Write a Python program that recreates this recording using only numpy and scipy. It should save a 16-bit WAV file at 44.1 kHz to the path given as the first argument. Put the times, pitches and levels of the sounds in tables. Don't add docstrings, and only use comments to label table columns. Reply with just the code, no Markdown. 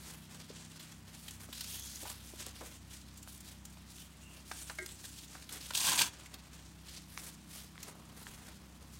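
import sys
import numpy as np
from scipy import signal
from scipy.fft import rfft, irfft, next_fast_len
from scipy.io import wavfile

SR = 44100
rng = np.random.default_rng(int(sys.argv[2]) if len(sys.argv) > 2 else 0)


def wav_out(sig):
    wavfile.write(sys.argv[1], SR, np.round(np.clip(np.atleast_2d(sig).T, -1, 1) * 32767).astype(np.int16))


N = 396459

# start t/s, length/s, middle level/dB, top treble against it/dB,
# dull padding against it/dB
STROKES = [(0, 0.19, -57, -2.5, -7), (0.311, 0.11, -58, -9, -5), (0.5, 0.16, -57.5, -15, -10.5),
           (0.7, 0.25, -61, -9, -7.5), (1.08, 0.069, -60.5, -4.5, -6), (1.196, 0.052, -59.5, 0, -16),
           (1.268, 0.093, -60, -3.5, -11), (1.41, 0.03, -57.5, -0.5, -4), (1.538, 0.15, -51, -5.5, -19),
           (1.709, 0.054, -48.5, 0.5, -17.5), (1.777, 0.35, -51.5, -2.5, -17),
           (2.11, 0.32, -57.5, -3.5, -12.5), (2.4, 0.1, -53.5, -9, -10), (2.557, 0.2, -56, -5.5, -10.5),
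           (2.919, 0.048, -56, -6, -15.5), (3.29, 0.055, -57.5, 1.5, -31), (3.449, 0.084, -56.5, -3.5, -12),
           (3.902, 0.14, -60, -3, -22), (4.302, 0.076, -62, -4, -4.5), (4.481, 0.16, -55, -3.5, -15),
           (4.665, 0.28, -59, -3, -15), (5.003, 0.24, -56.5, -5, -23), (5.307, 0.13, -59.5, -7, -9),
           (5.519, 0.042, -51, -4, -6.5), (5.61, 0.11, -51.5, -5.5, -17), (6.088, 0.28, -64, -27, -1),
           (6.402, 0.26, -65.5, -19, -3.5), (6.889, 0.09, -53.5, -9, -14.5),
           (7.105, 0.15, -60.5, -0.5, -14), (7.175, 0.12, -55.5, 0, -8), (7.511, 0.13, -57, -0.5, -9.5),
           (7.808, 0.084, -59.5, -4, -1.5), (7.89, 0.41, -84, -28, 21), (8.17, 0.17, -60.5, -1, -7),
           (8.378, 0.14, -60, -4.5, -2), (8.616, 0.32, -80.5, -16, 13.5), (8.914, 0.028, -61.5, -3, -10)]


def from_db(db):
    return 10 ** (np.asarray(db) / 20)


def rms_one(x):
    return x / np.sqrt(np.mean(x ** 2) + 1e-20)


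def in_time(rows):
    s, *columns = np.transpose(rows)
    return [np.interp(np.arange(N) / SR, s, c) for c in columns]


def at_hz(points, hz):
    table_hz, table_db = np.transpose(points)
    return np.interp(np.log(hz), np.log(table_hz), table_db)


def drift(rate):
    r = np.exp(-80 * np.pi * rate / SR)
    noise = rng.standard_normal(N // 40 + 2002)
    slow = signal.lfilter([1], [1, -2 * r, r * r], noise)[2000:]
    return np.interp(np.arange(N) / 40, np.arange(len(slow)), rms_one(slow))


def resonance(x, hz, width_hz):
    r = np.exp(-np.pi * width_hz / SR)
    feedback = [1, -2 * r * np.cos(2 * np.pi * hz / SR), r * r]
    return signal.lfilter([(1 - r * r) / 2, 0, (r * r - 1) / 2], feedback, x)


def coloured(x, spectrum):
    size = next_fast_len(N)
    hz = np.maximum(np.arange(size // 2 + 1) * SR / size, 1)
    return irfft(rfft(x, size) * from_db(at_hz(spectrum, hz)), size)[:N]


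def band(x, low_hz, high_hz):
    return signal.sosfilt(signal.butter(2, [low_hz, high_hz], "band", fs=SR, output="sos"), x)


def split(x, edges_hz):
    size = next_fast_len(N)
    octave = np.log2(np.arange(1, size // 2 + 2) * SR / size)
    spectrum = rfft(x, size)
    below = [.5 - .5 * np.tanh(5 * (octave - np.log2(hz))) for hz in edges_hz]
    return [irfft(spectrum * (high - low), size)[:N] for low, high in zip(below, below[1:])]


def grains(per_s, spread_db, hiss, sharpness):
    sizes = from_db(spread_db * np.minimum(rng.exponential(1, N), 5)) * rng.choice([-1, 1], N)
    clicks = sizes * (rng.random(N) < per_s / SR) + 1e-18
    dealt = rng.integers(0, 16, N)
    pitches = np.geomspace(150, 16000, num=16)
    rings = sum(resonance(clicks * (dealt == k), hz, hz / sharpness) for k, hz in enumerate(pitches))
    return rms_one(rms_one(rings) + hiss * rng.standard_normal(N))


def bursts(events, sharpness, broad, rise_s, spread):
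    length = 16384
    out, t = np.zeros(N + length), np.arange(length) / SR
    for (s, db, hz, t60), noise in zip(events, rng.standard_normal((len(events), length))):
        fade = from_db(-60 * t / max(t60, .003)) * (1 - t / t[-1])
        puff = noise * fade * np.minimum(t / rise_s, 1)
        rung = rms_one(resonance(puff, hz, hz / sharpness))
        wide = rms_one(band(puff, hz / spread, min(hz * spread, .4 * SR)))
        x = rung + broad * wide
        out[round(s * SR):][:length] += from_db(db) * x / np.abs(x).max()
    return out[:N]


def stable_air():
    # f/Hz, gain/dB
    air_colour = [(20, -30), (40, -20.5), (64, -2), (119, -6.5), (169, -5), (315, -10.5), (459, -20),
                  (1000, -18), (3200, -24), (6300, -33), (9000, -44.5), (15700, -33.5)]
    level_db = -64
    x = coloured(rng.standard_normal(N), air_colour)
    return from_db(level_db + 0.53 * drift(18.0)) * x / np.std(band(x, 340, 22000))


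def motor():
    # multiple of the turning rate, level/dB
    multiples = [(2, -60.5), (3, -67.5), (4, -71), (5, -62), (6, -66.5), (7, -71), (8, -77.5), (9, -73),
                 (10, -77)]
    # t/s, second multiple/dB, seventh multiple/dB, fifth multiple/dB
    swell_curves = [(0.0, 3, 7.5, 3), (0.45, -7, 6, 4.5), (1.85, 3, 6.5, -3.5), (4.5, 1, -1.5, -2.5),
                    (7, -0.5, -3.5, 0), (8.16, -4, 5.5, 0.5), (8.99, 1.5, -0.5, -6)]
    motor_hz = 32.3
    swell_db = dict(zip([2, 7, 5], in_time(swell_curves)))
    turn = 2 * np.pi * np.cumsum(motor_hz * (1 + 0.00086 * drift(0.43))) / SR
    out = np.zeros(N)
    for (k, db), start in zip(multiples, rng.uniform(0, 2 * np.pi, len(multiples))):
        level_db = db + swell_db.get(k, 2.7 * drift(0.37))
        out += np.sqrt(2) * from_db(level_db) * np.sin(k * turn + start)
    return out


def drone():
    # t/s, f/Hz, level/dB
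    tone_course = [(.6, 94.2, -63), (2.2, 94.2, -64), (5.5, 94.2, -73)]
    t, (hz, db) = np.arange(N) / SR, in_time(tone_course)
    fade = np.clip(np.minimum(t - tone_course[0][0], tone_course[-1][0] - t) / 0.52, 0, 1)
    return np.sqrt(2) * fade * from_db(db) * np.sin(2 * np.pi * np.cumsum(hz) / SR)


def rumbles():
    # (time to fade by 60 dB, before the puff's own end fade)
    rumble_events = [(6.0, -45.5, 113, 0.7), (8.27, -53, 50, 2.5)]
    return bursts(rumble_events, sharpness=2.6, broad=0.3, rise_s=0.028, spread=1.3)


def clank():
    # f/Hz, level/dB against the clank's level, t60/s, build-up/s
    metal_modes = [(366, 0.5, 0.95, 0.019), (632, -9, 0.31, 0.0037), (1415, -8, 0.3, 0.0028),
                   (1600, -8, 0.47, .003), (1911, -2, 0.5, 0.002), (2170, 19, 0.066, 0.01),
                   (2080, -1.5, 0.36, 0.004), (1265, -5, 0.1, 0.002)]
    clank_s, clank_db = 4.785, -46
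    damped_s, damping_db, wobble_db = .062, 10, 3
    t = np.maximum(np.arange(N) / SR - clank_s, 0)
    rings = np.zeros(N)
    for k, (hz, db, t60, swell) in enumerate(metal_modes):
        gain = from_db(db - 60 * t / t60 + wobble_db * drift(45)) * np.minimum(t / swell, 1)
        rings += gain * np.sin(2 * np.pi * hz * t) * (-1) ** k
    drop_db = np.clip(2500 * (t - damped_s), 0, damping_db)
    return from_db(clank_db - drop_db) * rings


def ticks():
    # t/s, level/dB, ring f/Hz, t60/s, crack (0 to 1)
    tick_events = [(2.3347, -43, 360, 0.027, 0.3), (3.275, -42.5, 1450, 0.0063, 0.7),
                   (3.984, -42, 3970, 0.0035, 0.4), (6.011, -33, 945, 0.057, .1),
                   (6.0167, -19.5, 2650, 0.006, 0.2), (7.176, -29, 2210, 0.0039, 0.76),
                   (7.756, -46.5, 1280, 0.0094, .2), (7.779, -39, 2020, 0.0053, .3),
                   (8.268, -34, 1750, 0.0051, 0.26)]
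    out, t = np.zeros(N), np.arange(4096) / SR
    for s, db, hz, t60, crack in tick_events:
        turn, fade = 2 * np.pi * hz * t, from_db(-60 * t / t60)
        ring = fade * np.sin(turn) + .8 * fade ** 1.4 * np.sin(1.7 * turn)
        ring += crack * (fade ** 1.4 * np.sin(2.7 * turn) - np.sqrt(fade) * np.sin(turn / 2) / 2)
        out[round(s * SR):][:4096] += from_db(db) * np.minimum(t * hz, 1) * ring * 2
    return out


def pats():
    # t/s, peak/dB, colour f/Hz, t60/s
    pat_events = [(0.499, -42, 360, 0.079), (1.486, -43, 277, 0.033), (2.027, -43.5, 335, 0.067),
                  (2.049, -38.5, 784, 0.15), (2.095, -42.5, 934, 0.13), (2.465, -40.5, 446, 0.035),
                  (2.606, -40, 480, 0.21), (2.611, -42, 1020, 0.062), (2.635, -48, 570, 0.063),
                  (4.513, -32, 1000, 0.016), (4.697, -38.5, 990, 0.088), (5.349, -41, 860, 0.03),
                  (5.706, -34.5, 1030, 0.015)]
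    return bursts(pat_events, sharpness=2.2, broad=0.5, rise_s=0.004, spread=1.8)


def snaps():
    # t/s, peak/dB, colour f/Hz, t60/s
    snap_events = [(0.7937, -38.5, 3660, 0.18), (1.28, -33.5, 3300, 0.039), (1.3079, -36, 7270, 0.016),
                   (1.526, -35.5, 3400, 0.05), (1.6062, -26.5, 4270, 0.046), (1.641, -35, 5500, 0.025),
                   (2.0972, -31.5, 7700, 0.04), (2.4638, -30, 7750, 0.0095), (3.138, -49, 6340, 0.04),
                   (3.1714, -43, 7400, 0.096), (3.226, -38.5, 7460, 0.045), (3.3754, -44, 8500, 0.025),
                   (3.4037, -41.5, 8400, 0.034), (3.6506, -36, 7000, 0.036), (3.77, -43.5, 980, 0.024),
                   (4.5132, -32, 1470, 0.038), (4.6959, -31.5, 1580, 0.03), (4.785, -35, 1720, 0.028),
                   (4.8606, -31, 5130, 0.012), (4.8868, -39.5, 3360, 0.067), (5.0394, -41.5, 1700, 0.06),
                   (5.0542, -41, 3190, 0.022), (5.0883, -45, 7330, 0.038), (5.49, -35.5, 3480, 0.041),
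                   (5.5225, -32.5, 8600, 0.059), (5.7055, -28.5, 1600, 0.021), (5.7353, -30, 3490, 0.01),
                   (6.258, -43.5, 2300, 0.04), (6.3392, -34, 4050, 0.033), (7.828, -32.5, 6440, 0.033)]
    return bursts(snap_events, sharpness=4.0, broad=0.97, rise_s=0.0037, spread=4.6)


def slides():
    # start t/s, length/s, level/dB, colour f/Hz
    slide_events = [(1.696, 0.23, -59, 3330), (1.694, 0.3, -54, 6400), (4.223, 0.18, -67, 2770),
                    (4.53, 0.21, -57, 8700), (4.815, 0.15, -57, 7950), (5.046, 0.16, -61, 7900)]
    broad_hz, edge_s = 30000, .03
    t, out = np.arange(N) / SR, np.zeros(N)
    scratch = rng.standard_normal(N) * from_db(4.5 * drift(300) + 2.5 * drift(40))
    for s, length, db, hz in slide_events:
        width_hz = hz ** 2 / broad_hz
        tone = resonance(resonance(scratch, hz, width_hz), hz, width_hz)
        sliding = np.clip(np.minimum(t - s, s + length - t) / edge_s + .5, 0, 1)
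        out += from_db(db) * rms_one(tone) * sliding
    return out


def stroking(levels_db, rest_db):
    rise_db_per_s, fall_db_per_s, sag_db_per_s = 516, 324, 7.5
    t = np.arange(0, N / SR + .002, .002)
    start, length = np.array(STROKES)[:, :1], np.array(STROKES)[:, 1:2]
    shape_db = -rise_db_per_s * np.maximum(start - t, 0)
    shape_db -= sag_db_per_s * np.clip(t - start, 0, length)
    shape_db -= fall_db_per_s * np.maximum(t - start - length, 0)
    power = np.sum(from_db(levels_db[:, None] + shape_db) ** 2, axis=0) + from_db(rest_db) ** 2
    return np.interp(np.arange(N) / SR, t, np.sqrt(power))


def catches():
    per_s, largest_db, t60_s = 6.8, -3, 0.034
    snags = (rng.random(N) < per_s / SR) * rng.uniform(0, from_db(largest_db), N)
    return 1 + signal.lfilter([1], [1, -from_db(-60 / (t60_s * SR))], snags + 1e-18)


def rustle():
    # f/Hz, gain/dB
    cloth_colour = [(350, 2.5), (600, 0.5), (1800, 1.5), (2600, 2.5), (3200, 4), (6400, 3.5), (9000, 4),
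                    (15700, -4.5)]
    # middle level/dB, top treble level/dB, dull level/dB
    fidget_db = [-65.5, -71.5, -81]
    fold_shift_db, fold_shift_rate, low_fold_db = 1.6, 6, -5
    _, _, level_db, top_db, dull_db = np.transpose(STROKES)
    rest_db, rest_top_db, rest_dull_db = fidget_db

    slips = grains(5000 * from_db(4.0 * drift(30)), spread_db=1.5, hiss=1.0, sharpness=3.2)
    x = coloured(slips, cloth_colour)
    dull, low_fold, *folds, top = split(x, [200, 1400, 2500, 3600, 5700, 9000, 21000])
    middle = sum(fold * from_db(fold_shift_db * drift(fold_shift_rate)) * catches() for fold in folds)
    middle = rms_one(middle) * stroking(level_db, rest_db)
    low_gain = stroking(level_db + dull_db / 2, (rest_db + rest_dull_db) / 2)
    middle = middle + rms_one(low_fold) * from_db(low_fold_db) * low_gain
    dull = rms_one(dull) * stroking(level_db + dull_db, rest_dull_db)
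    top = rms_one(top) * stroking(level_db + top_db, rest_top_db)
    return from_db(2.0 * drift(36)) * (dull + catches() * (middle + top))


def tear():
    # t/s, level of the highs/dB before surges, lows against it/dB
    tear_course = [(5.735, -51, -2), (5.75, -43, -16), (5.83, -32.5, -13.5), (5.85, -32, -9),
                   (5.9, -30, -7.5), (5.97, -39.5, -7), (6.02, -36.5, -11), (6.04, -37.5, -6.5),
                   (6.085, -45.5, -4), (6.106, -67, -6)]
    # t/s, surge/dB, spread to each side/s
    surge_events = [(5.754, 12, 0.0051), (5.778, 9.5, 0.0065), (5.807, 4.5, 0.0075), (5.873, 3, 0.015),
                    (5.93, 4.5, 0.01), (5.958, 3.5, 0.005), (5.996, 10, 0.017), (6.018, 5, 0.0052)]
    # f/Hz, gain/dB
    strap_colour = [(110, -10.5), (280, -6.5), (490, -16), (1250, -13), (2000, -11), (2700, 1.5),
                    (8300, 14), (15700, 5.5)]
    # f/Hz, width/Hz, gain/dB
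    strap_rings = [(1000, 210, 14), (1600, 130, 10.5), (2990, 1300, 13.5)]
    flicker_db, flicker_rate = 3, 30
    t, (level_db, lows_db) = np.arange(N) / SR, in_time(tear_course)
    surge_db = sum(db * np.exp(-.5 * ((t - s) / half) ** 2) for s, db, half in surge_events)

    pops = grains(7000 * from_db(3 * drift(120)), spread_db=2.0, hiss=.6, sharpness=5.9)
    x = coloured(pops, strap_colour)
    rings = np.zeros(N)
    for hz, width_hz, db in strap_rings:
        flickering = x * from_db(flicker_db * drift(flicker_rate))
        rings += from_db(db) * resonance(flickering, hz, width_hz)
    lows, highs = split(x + rings, [50, 2200, 21000])
    pulling = (t > tear_course[0][0]) & (t < tear_course[-1][0])
    return pulling * from_db(level_db + surge_db) * (rms_one(lows) * from_db(lows_db) + rms_one(highs))


def room(x):
    t60_s = .2
    t = np.arange(int(.4 * SR)) / SR
    tail = band(rng.standard_normal(len(t)), 320, 7700) * from_db(-60 * t / t60_s) * (t > .006)
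    return signal.fftconvolve(x, tail / np.sqrt(np.sum(tail ** 2)))[:N]


def scene():
    room_db = -15
    near = rumbles() + clank() + ticks() + pats() + snaps() + slides() + rustle() + tear()
    return (near + from_db(room_db) * room(near) + motor() + drone() + stable_air())[None]


def record(dry):
    return signal.sosfilt(signal.ellip(14, .3, 70, 15850, fs=SR, output="sos"), dry)


dry = scene()
out = record(dry)
wav_out(out)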